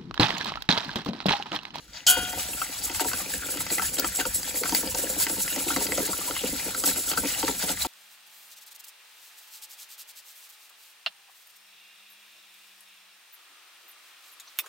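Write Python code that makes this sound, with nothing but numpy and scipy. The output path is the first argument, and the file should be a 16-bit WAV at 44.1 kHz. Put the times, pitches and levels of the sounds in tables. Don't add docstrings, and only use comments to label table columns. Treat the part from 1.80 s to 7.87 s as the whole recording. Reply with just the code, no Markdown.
import sys
import numpy as np
from scipy import signal
from scipy.fft import rfft, irfft, next_fast_len
from scipy.io import wavfile

SR = 44100
rng = np.random.default_rng(int(sys.argv[2]) if len(sys.argv) > 2 else 0)


def generate_wav(signal):
    frames = np.transpose(np.atleast_2d(signal))
    scaled = np.clip(frames, -1, 1) * 32767
    pcm = np.round(scaled).astype(np.int16)
    wavfile.write(sys.argv[1], SR, pcm)


N = 267687
STEP = 20
RATTLE = rng.standard_normal(N)


def from_db(db):
    return 10 ** (np.asarray(db) / 20)


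def rms_one(x):
    return x / np.sqrt(np.mean(x ** 2) + 1e-20)


def clicks_at(times, gains):
    clicks = np.zeros(N)
    np.add.at(clicks, np.round(np.asarray(times) * SR).astype(int), gains)
    return clicks


def coloured(x, points):
    size = next_fast_len(N)
    hz = np.arange(size // 2 + 1) * SR / size + 1
    point_hz, point_db = np.transpose(points)
    gain = from_db(np.interp(np.log(hz), np.log(point_hz), point_db))
    return irfft(rfft(x, size) * gain, size)[..., :N]


def flicker(rate_hz, depth_db):
    r = np.exp(-2 * np.pi * rate_hz * STEP / SR)
    noise = rng.standard_normal(N // STEP + 3002)
    slow = signal.lfilter([1], [1, -2 * r, r * r], noise)[3000:]
    return from_db(depth_db * np.interp(np.arange(N) / STEP, np.arange(len(slow)), rms_one(slow)))


def grains(per_s, spread_db):
    sizes = from_db(spread_db * np.minimum(rng.exponential(1, N), 5))
    signs = rng.choice([-1, 1], N)
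    return rms_one(sizes * signs * (rng.random(N) < per_s / SR))


def ring(x, hz, t60):
    r = from_db(-60 / (t60 * SR))
    w = 2 * np.pi * hz / SR
    return signal.lfilter([0, np.sin(w)], [1, -2 * r * np.cos(w), r * r], x + 1e-18)


def bursts(times, gains, chatter_s, click):
    clicks = clicks_at(times, gains)
    fade = signal.lfilter([1], [1, -np.exp(-1 / (chatter_s * SR))], clicks + 1e-18)
    return click * clicks + fade * RATTLE / np.sqrt(chatter_s * SR)


def pan(x, db):
    return x * from_db([[db / 2], [-db / 2]])


def patches(clicks, low_hz, high_hz, cycles, patchy_db, count):
    dealt = rng.integers(0, count, N)
    total = np.zeros(N)
    for k, hz in enumerate(np.geomspace(low_hz, high_hz, count)):
        own_clicks = clicks * (dealt == k) * flicker(12.8, patchy_db)
        total += ring(own_clicks, hz, cycles / hz) * np.sqrt(hz)
    return rms_one(total)


def swells(middle_s, length_s, peak_db):
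    edge_drop_db, late_share = 7, 0.64
    power = np.zeros(N // STEP + 1)
    t = np.arange(len(power)) * STEP / SR
    for middle, length, db in zip(middle_s, length_s, peak_db):
        from_peak = t - middle + (late_share - .5) * length
        edge = from_peak / (length * np.where(from_peak > 0, late_share, 1 - late_share))
        power += from_db(2 * (db - edge_drop_db * edge ** 2))
    return np.repeat(power, STEP)[:N]


def fading(times, peak_db, fade_s):
    jumps = clicks_at(times, from_db(2 * np.asarray(peak_db)))
    return signal.lfilter([1], [1, -np.exp(-2 / (fade_s * SR))], jumps + 1e-18)


def skid(level_db, fade_s):
    rise_s, hold_s = .006, 0.038
    t = np.arange(N) / SR - BLOW[0][0]
    rise = np.clip(t / rise_s, 0, 1) ** 2
    return rise * from_db(2 * level_db) * np.exp(-2 * np.maximum(t - hold_s, 0) / fade_s)


# (sugar [dB], rasp [dB], bottom rumble [dB], table shake [dB])
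BEFORE = (-59, -53.5, -61.5, -59)
SUGAR, RASPING, RUMBLING, SHAKING = range(4)


def over_bed(source, bed_db, power):
    waiting = np.arange(N) < BLOW[0][0] * SR
    bed = np.where(waiting, BEFORE[source], bed_db)
    return 10 * np.log10(from_db(2 * bed) + power)


# (time [s], level [dB])
LURCHES = [(0.13, -55), (0.45, -46), (0.58, -47), (0.71, -64), (1.17, -44), (1.28, -45), (1.37, -48),
           (1.58, -60), (1.81, -43.5), (2.05, -41), (2.28, -44), (2.47, -41), (2.76, -49), (2.92, -46),
           (3.12, -45), (3.32, -46), (3.55, -42), (3.97, -44), (4.12, -50), (4.36, -48), (4.71, -40),
           (5.13, -48), (5.4, -39), (5.65, -47), (5.75, -52), (5.86, -56), (6.07, -43)]
# (pitch [Hz], level [dB])
SHAKE_TONE = [(20, -37), (32, -19), (52, -1), (85, -6.5), (130, -11.5), (200, -9), (400, -44)]


def rocking():
    s, db = np.transpose(LURCHES)
    level_db = over_bed(SHAKING, -50.5, swells(s, np.full(len(s), 0.071), db))
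    mid, side = coloured(rng.standard_normal((2, N)), SHAKE_TONE)
    shake = rms_one(mid + 0.18 * side * [[1], [-1]])
    return shake * flicker(20, 2.4) * from_db(level_db)


# (middle [s], length [s], sugar level [dB], wet rasp level [dB])
STROKES = [(0.176, 0.076, -54, -41), (0.379, 0.026, -30, -29), (0.5, 0.029, -41, -56),
           (0.605, 0.049, -27, -34.5), (0.743, 0.086, -31.5, -57), (0.83, 0.044, -29.5, -62),
           (0.99, 0.047, -38, -66), (1.058, 0.053, -24.5, -41), (1.168, 0.056, -30.5, -33),
           (1.212, 0.023, -22.5, -28), (1.286, 0.064, -26, -41.5), (1.39, 0.102, -31, -50),
           (1.51, 0.045, -30.5, -41.5), (1.547, 0.033, -34.0, -44), (1.658, 0.039, -32.0, -54),
           (1.722, 0.044, -26, -53), (1.81, 0.033, -27, -44), (1.947, 0.073, -26, -44),
           (2.054, 0.065, -25.5, -40), (2.144, 0.039, -24.5, -53), (2.189, 0.012, -28, -26),
           (2.277, 0.061, -31.0, -43), (2.362, 0.039, -25, -45), (2.402, 0.024, -27.5, -29),
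           (2.482, 0.052, -27, -51), (2.56, 0.049, -24, -43), (2.685, 0.083, -29.0, -44),
           (2.78, 0.071, -25, -46), (2.883, 0.087, -29.5, -35.5), (2.973, 0.079, -22.5, -33.0),
           (3.113, 0.043, -27.5, -56), (3.199, 0.073, -24, -35.5), (3.32, 0.08, -28.5, -44),
           (3.418, 0.063, -22, -32), (3.53, 0.073, -25, -56), (3.615, 0.05, -22.0, -49),
           (3.73, 0.093, -28.5, -39.5), (3.82, 0.064, -26.0, -35), (3.944, 0.15, -28.5, -36.5),
           (4.036, 0.064, -25.5, -38), (4.165, 0.1, -28, -42), (4.246, 0.057, -25.5, -47),
           (4.353, 0.1, -30, -41), (4.462, 0.096, -27.5, -39.5), (4.588, 0.12, -34, -40.0),
           (4.683, 0.087, -29.5, -35.5), (4.783, 0.11, -34, -36.5), (4.88, 0.081, -30.5, -42),
           (4.991, 0.057, -26.5, -57), (5.08, 0.068, -21, -30), (5.206, 0.1, -27.5, -50),
           (5.306, 0.059, -26, -34), (5.385, 0.047, -25.5, -43), (5.508, 0.12, -30, -35),
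           (5.61, 0.093, -30, -34.5), (5.696, 0.071, -28.0, -36.5), (5.84, 0.083, -27, -35.5),
           (5.906, 0.058, -25, -32), (6.026, 0.058, -28.5, -49)]
# (pitch [Hz], level [dB])
RASP_TONE = [(250, -66), (600, 0.5), (850, -1), (1140, -7), (1400, 1.5), (2000, 2), (3000, 3.5),
             (4600, 3.5), (5500, -4.5), (7000, 3.5), (9500, -36)]
# (pitch [Hz], level [dB])
RASP_SIDE = [(700, -3), (1500, -6.5), (3000, -19), (5500, 5.5)]


def rasp():
    s, length, _, db = np.transpose(STROKES)
    level_db = over_bed(RASPING, -39, swells(s, length, db) + skid(-33, .04))
    rings = patches(grains(5000, 3.74), 846, 5720, 29.4, 6.3, count=12)
    mid = coloured(rings + 1.53 * rng.standard_normal(N), RASP_TONE)
    slips = grains(5100, 3.0) + 1.44 * rng.standard_normal(N)
    side = coloured(coloured(slips, RASP_TONE), RASP_SIDE)
    both = rms_one(mid + side * [[1], [-1]]) * flicker(20.0, 2.0)
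    return pan(both * from_db(level_db), 3.5)


# (pitch [Hz], level [dB])
GRIND_TONE = [(1500, -50), (4000, -8.5), (5500, -8.5), (6500, -7.5), (7500, 2.5), (8500, 2), (10000, 1),
              (12500, -3), (15500, -2)]


def grinding():
    s, length, db, _ = np.transpose(STROKES)
    level_db = over_bed(SUGAR, -36.5, swells(s, length, db) + skid(-15, 0.02))
    grit = grains(9000, 2.24)
    rings = patches(grit, 5268, 14500, 120.0, 4.9, count=14)
    crunch = rms_one(coloured(grit + 1.1 * rng.standard_normal(N) + 0.71 * rings, GRIND_TONE))
    return crunch * flicker(23.5, 0.88) * flicker(38, 1.88) * from_db(level_db)


# (time [s], strength [dB], strongest pitch [Hz])
BLOW = [(0.2658, -4, 7000), (.2682, -5.5, 7000), (.2715, -4, 3100), (.2745, -6.5, 3060), (0.28, -6, 1500),
        (.283, -20, 3020), (.288, -15, 740), (.302, -12, 4800), (.307, -20, 7000), (.377, -31, 1390)]
# (time [s], strength [dB], strongest pitch [Hz], tick strength [dB])
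KNOCKS = [(0.529, -21, 770, -29), (0.574, -29, 810, -29), (0.733, -22, 2650, -39), (0.816, -14, 1360, -45),
          (0.903, -26, 4400, -41), (1.097, -20.5, 2700, -25), (1.116, -32, 4630, -21),
          (1.147, -16, 1360, -25), (1.196, -13.5, 905, -36), (1.246, -18, 940, -31.5),
          (1.315, -20, 1570, -33), (1.333, -13.5, 1360, -18), (1.372, -27, 2260, -31),
          (1.687, -22.5, 1330, -37), (1.708, -32, 4270, -31), (1.772, -18, 2730, -22),
          (1.805, -18, 1140, -32), (1.866, -22.5, 2570, -20), (1.902, -18, 4040, -33),
          (1.982, -13, 2240, -32), (1.995, -17.5, 1360, -39), (2.021, -13, 990, -28),
          (2.056, -31, 4470, -18), (2.136, -28, 4570, -28), (2.169, -24, 3020, -29),
          (2.196, -15.5, 4900, -21), (2.245, -12.5, 1150, -21), (2.386, -23, 750, -29),
          (2.399, -15, 1980, -27), (2.409, -14.5, 1520, -32), (2.453, -15, 1280, -23),
          (2.631, -23, 4680, -19), (2.743, -22, 4960, -28), (2.835, -12, 1570, -34),
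          (2.856, -15, 1560, -29), (2.893, -15.5, 4520, -14), (2.922, -14, 915, -14),
          (2.948, -10, 4930, -18), (3.074, -20, 4380, -24), (3.147, -15, 930, -10),
          (3.399, -21.5, 4920, -13), (3.439, -20, 3100, -30), (3.467, -12, 2270, -27),
          (3.497, -24, 1340, -19), (3.603, -23, 3940, -29), (3.679, -20.5, 2300, -23),
          (3.761, -20, 820, -15.5), (3.885, -20, 2660, -31), (3.904, -18.5, 1480, -24),
          (3.962, -34, 1970, -14), (3.963, -12, 1010, -22), (4.006, -19, 818, -21), (4.067, -16, 4400, -24),
          (4.121, -14.5, 2180, -25), (4.176, -17, 780, -14), (4.276, -20, 4380, -32),
          (4.331, -20, 1280, -32), (4.509, -22, 1530, -34), (4.565, -17.5, 1130, -35),
          (4.797, -25, 1980, -27), (4.947, -17.5, 1550, -22), (4.999, -37, 4900, -20),
          (5.038, -16, 1360, -13), (5.076, -18, 826, -15), (5.112, -17.5, 1530, -22),
          (5.16, -23.5, 1360, -30), (5.237, -25.5, 1360, -31), (5.3, -27, 1540, -19),
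          (5.315, -12, 3350, -21), (5.333, -18.5, 1360, -27), (5.374, -13, 1460, -34),
          (5.628, -12.5, 915, -34), (5.68, -11.5, 810, -11.5), (5.825, -17.5, 1510, -16),
          (5.89, -16.5, 770, -25), (6.048, -15.5, 1000, -34)]
# (pitch [Hz], strength [dB], time to fade by 60 dB [s])
WALL = [(733, -9, 1.3), (1044, -20, .5), (1373, -13, .9), (1443, -5, .68), (1502, -4, .58), (1588, -13, .6),
        (2024, -21, .6), (2455, -14, .75), (2803, -14, .8), (3170, -6, .2), (2891, -8, .73),
        (2932, -4, .54), (3101, 2, .2), (3239, -5, .8), (3375, -13, .3), (3623, -20, .5), (3978, -15, .4),
        (4382, -5, .33), (4797, -13, .4), (4587, -19, .5), (5518, -16, .42), (5787, -17, .36),
        (6272, -9, .17), (6462, -7, .2), (6654, -10, .22), (6966, -8, .24), (7118, -7, .2), (7294, -8, .2),
        (7590, -7, .18), (7854, -9, .18), (8420, -7, .18), (8672, -8, .18), (8832, -8, .18)]


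def wall():
    s, db, pitch_hz = np.r_[np.array(BLOW), np.array(KNOCKS)[:, :3]].T
    db = db - 25 * (np.arange(len(s)) >= len(BLOW))
    out = np.zeros((2, N))
    for k, (hz, mode_db, t60) in enumerate(WALL):
        near_db = -10.5 * np.minimum(np.abs(np.log2(hz / pitch_hz)), 1.5)
        uneven_db = rng.standard_normal(len(s))
        clicks = np.zeros(N)
        clicks[np.round(s * SR).astype(int)] = from_db(db + mode_db + near_db - 15 + uneven_db)
        side_db = 3 + 3 * rng.standard_normal()
        out += pan(ring(clicks, hz, t60), side_db) * (-1) ** k
    return out


# (time [s], strength [dB])
SNAPS = [(1.7715, -12), (2.196, 11), (2.1985, 17), (2.948, 6), (2.9495, 12), (3.4685, -12), (5.038, -5)]
# (pitch [Hz], level [dB])
SPIT_TONE = [(1500, -68), (3500, -13), (5000, -1.5), (8000, -6.5), (12000, -28), (16000, -21)]
# (pitch [Hz], level [dB])
SNAP_TONE = [(2000, -40), (4800, -9), (7500, -10), (9500, -14), (12000, -12), (15000, -2)]
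# (pitch [Hz], level [dB])
CRACK_TONE = [(200, -50), (700, 5), (1500, -10), (3000, -2.5), (5500, -9.5), (9000, -9)]


def ticks():
    blow, knocks = np.array(BLOW), np.array(KNOCKS)
    s = np.r_[blow[:, 0], knocks[:, 0]]
    spit_db = np.r_[blow[:, 1] + 14, knocks[:, 3] + 21]
    crack_db = np.r_[blow[:, 1] + 6, knocks[:, 1] + 14]
    snap_s, snap_db = np.transpose(SNAPS)
    spit = coloured(bursts(s, from_db(spit_db), 0.0038, click=0.12), SPIT_TONE)
    crack = coloured(bursts(s, from_db(crack_db), 0.00089, click=0.1), CRACK_TONE)
    snap = coloured(bursts(snap_s, from_db(snap_db), .0004, click=0.49), SNAP_TONE)
    return spit + snap + pan(crack, 3.9)


def strike(events, hz, trim_db, narrow_db, chatter_s, click):
    s, strength_db, pitch_hz = np.transpose(events)[:3]
    near_db = -narrow_db * np.minimum(np.abs(np.log2(hz / pitch_hz)), .6)
    uneven_db = 3.3 * rng.standard_normal(len(s))
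    return bursts(s, from_db(strength_db + trim_db + near_db + uneven_db), chatter_s, click)


# (time [s], strength [dB], strongest pitch [Hz])
THUDS = [(0.367, -22, 910), (0.53, -23.5, 776), (0.57, -25, 440), (0.684, -29, 920), (1.099, -25.5, 274),
         (1.207, -18, 719), (1.254, -16.5, 290), (1.539, -25, 200), (1.688, -30.5, 525),
         (1.755, -26.5, 293), (1.91, -18, 273), (1.981, -27, 363), (2.026, -32, 934), (2.183, -19, 377),
         (2.237, -23, 334), (2.386, -19, 770), (2.455, -25.5, 530), (2.714, -31.5, 191),
         (2.742, -27.5, 253), (2.812, -22, 430), (2.913, -26, 213), (2.923, -15, 256), (3.028, -29.5, 172),
         (3.031, -20, 426), (3.074, -33, 530), (3.143, -24.5, 530), (3.188, -23.5, 304),
         (3.236, -18.5, 320), (3.296, -26.5, 404), (3.363, -23, 280), (3.464, -23.5, 296),
         (3.499, -25, 298), (3.565, -22, 285), (3.766, -18.5, 291), (3.864, -18, 308), (3.909, -21, 207),
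         (3.963, -17.5, 275), (4.007, -18.5, 506), (4.084, -21, 277), (4.124, -26, 536),
         (4.181, -14.5, 274), (4.224, -27.5, 435), (4.288, -19, 330), (4.498, -23.5, 317),
         (4.635, -20.5, 346), (4.727, -22.5, 256), (5.036, -25.5, 850), (5.078, -22.5, 296),
         (5.159, -24, 275), (5.312, -18.5, 324), (5.373, -21, 207), (5.433, -14, 266), (5.633, -15.5, 260),
         (5.683, -19, 292), (5.833, -15.5, 255), (5.895, -17.5, 272), (6.051, -17.5, 297)]
# (time [s], level [dB])
RUMBLE = [(0.3, -45), (0.44, -48), (0.78, -52), (1.94, -42), (2.18, -51.5), (2.69, -44), (2.94, -40.5),
          (3.39, -44.5), (3.63, -46), (4.12, -41), (4.33, -46.5), (5.47, -42.5), (5.96, -50), (6.07, -45)]
# (pitch [Hz], strength [dB], time to fade by 60 dB [s], left over right [dB])
BOTTOM = [(190.5, -7, 0.098, -8.5), (273.5, 5.5, 0.039, 2.5), (349, 6, 0.027, 6), (414.5, 3, 0.053, 2),
          (530, 9.5, 0.029, 0.5), (740, -1, 0.033, 7.5), (915, 0.5, 0.046, 3), (1055, 6, 0.0081, 6.5),
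          (1360, 8.5, 0.023, 3.5), (1538, -1, 0.043, 3), (2040, 12, 0.012, 0), (2670, 5, 0.017, 7.5),
          (3210, 3, 0.02, -6), (4420, 6, 0.014, 6), (4930, -7.5, 0.031, 24.5)]


def bottom():
    bump_s, bump_db = np.transpose(THUDS)[:2]
    stirred = fading(bump_s, bump_db - 15, 0.032)
    bed_db = np.interp(np.arange(N) / SR, *np.transpose(RUMBLE))
    patter = grains(500, 4.64) * flicker(13.2, 3.54) * from_db(over_bed(RUMBLING, bed_db, stirred))
    out = np.zeros((2, N))
    for k, (hz, mode_db, t60, pan_db) in enumerate(BOTTOM):
        hits = patter * from_db(-29 - 5.0 * np.log2(hz / 300))
        if hz > 650:
            hits = hits + strike(KNOCKS, hz, -10.5, 20.0, 0.004, click=0.64)
        if hz < 1000:
            hits = hits + strike(THUDS, hz, -6.0, 13.7, 0.016, click=0.35)
        out += pan(from_db(mode_db) * ring(hits, hz, t60), pan_db) * (-1) ** k
    return signal.sosfilt(signal.butter(4, 165, "high", fs=SR, output="sos"), out)


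def room(x):
    t60_s, level_db = 0.087, -10
    t = np.arange(SR // 2) / SR
    tail = rng.standard_normal((2, len(t))) * from_db(-60 * t / t60_s) * (t > .004)
    tail /= np.sqrt(np.sum(tail ** 2, axis=1, keepdims=True))
    return from_db(level_db) * signal.fftconvolve(x[None], tail, axes=1)[:, :N]


def scene():
    bowl = rasp() + grinding() + wall() + ticks() + bottom()
    return bowl + room(bowl.mean(axis=0)) + rocking()


# (pitch [Hz], phase [radians])
LEFT_LEAD = [(120, 0.2), (260, 0.24), (2300, 0.89), (4600, 0.055)]


def record(dry):
    split_hz, aligned_hz, lag_samples = 6300, 6950, 10.5
    size = next_fast_len(N)
    hz = np.arange(size // 2 + 1) * SR / size + 1
    left, right = rfft(dry, size)
    treble = (left + right) / 2
    delay = np.exp(-2j * np.pi * np.maximum(hz - aligned_hz, 0) * lag_samples / SR)
    lead_hz, lead_phase = np.transpose(LEFT_LEAD)
    lead = np.exp(1j * np.interp(np.log(hz), np.log(lead_hz), lead_phase))
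    high = hz > split_hz
    both = [np.where(high, treble * delay, left * lead), np.where(high, treble, right)]
    clipped = np.clip(irfft(both, size)[:, :N], -1, 1)
    return signal.sosfilt(signal.ellip(14, .5, 80, 15750, fs=SR, output="sos"), clipped)


dry = scene()
out = record(dry)
generate_wav(out)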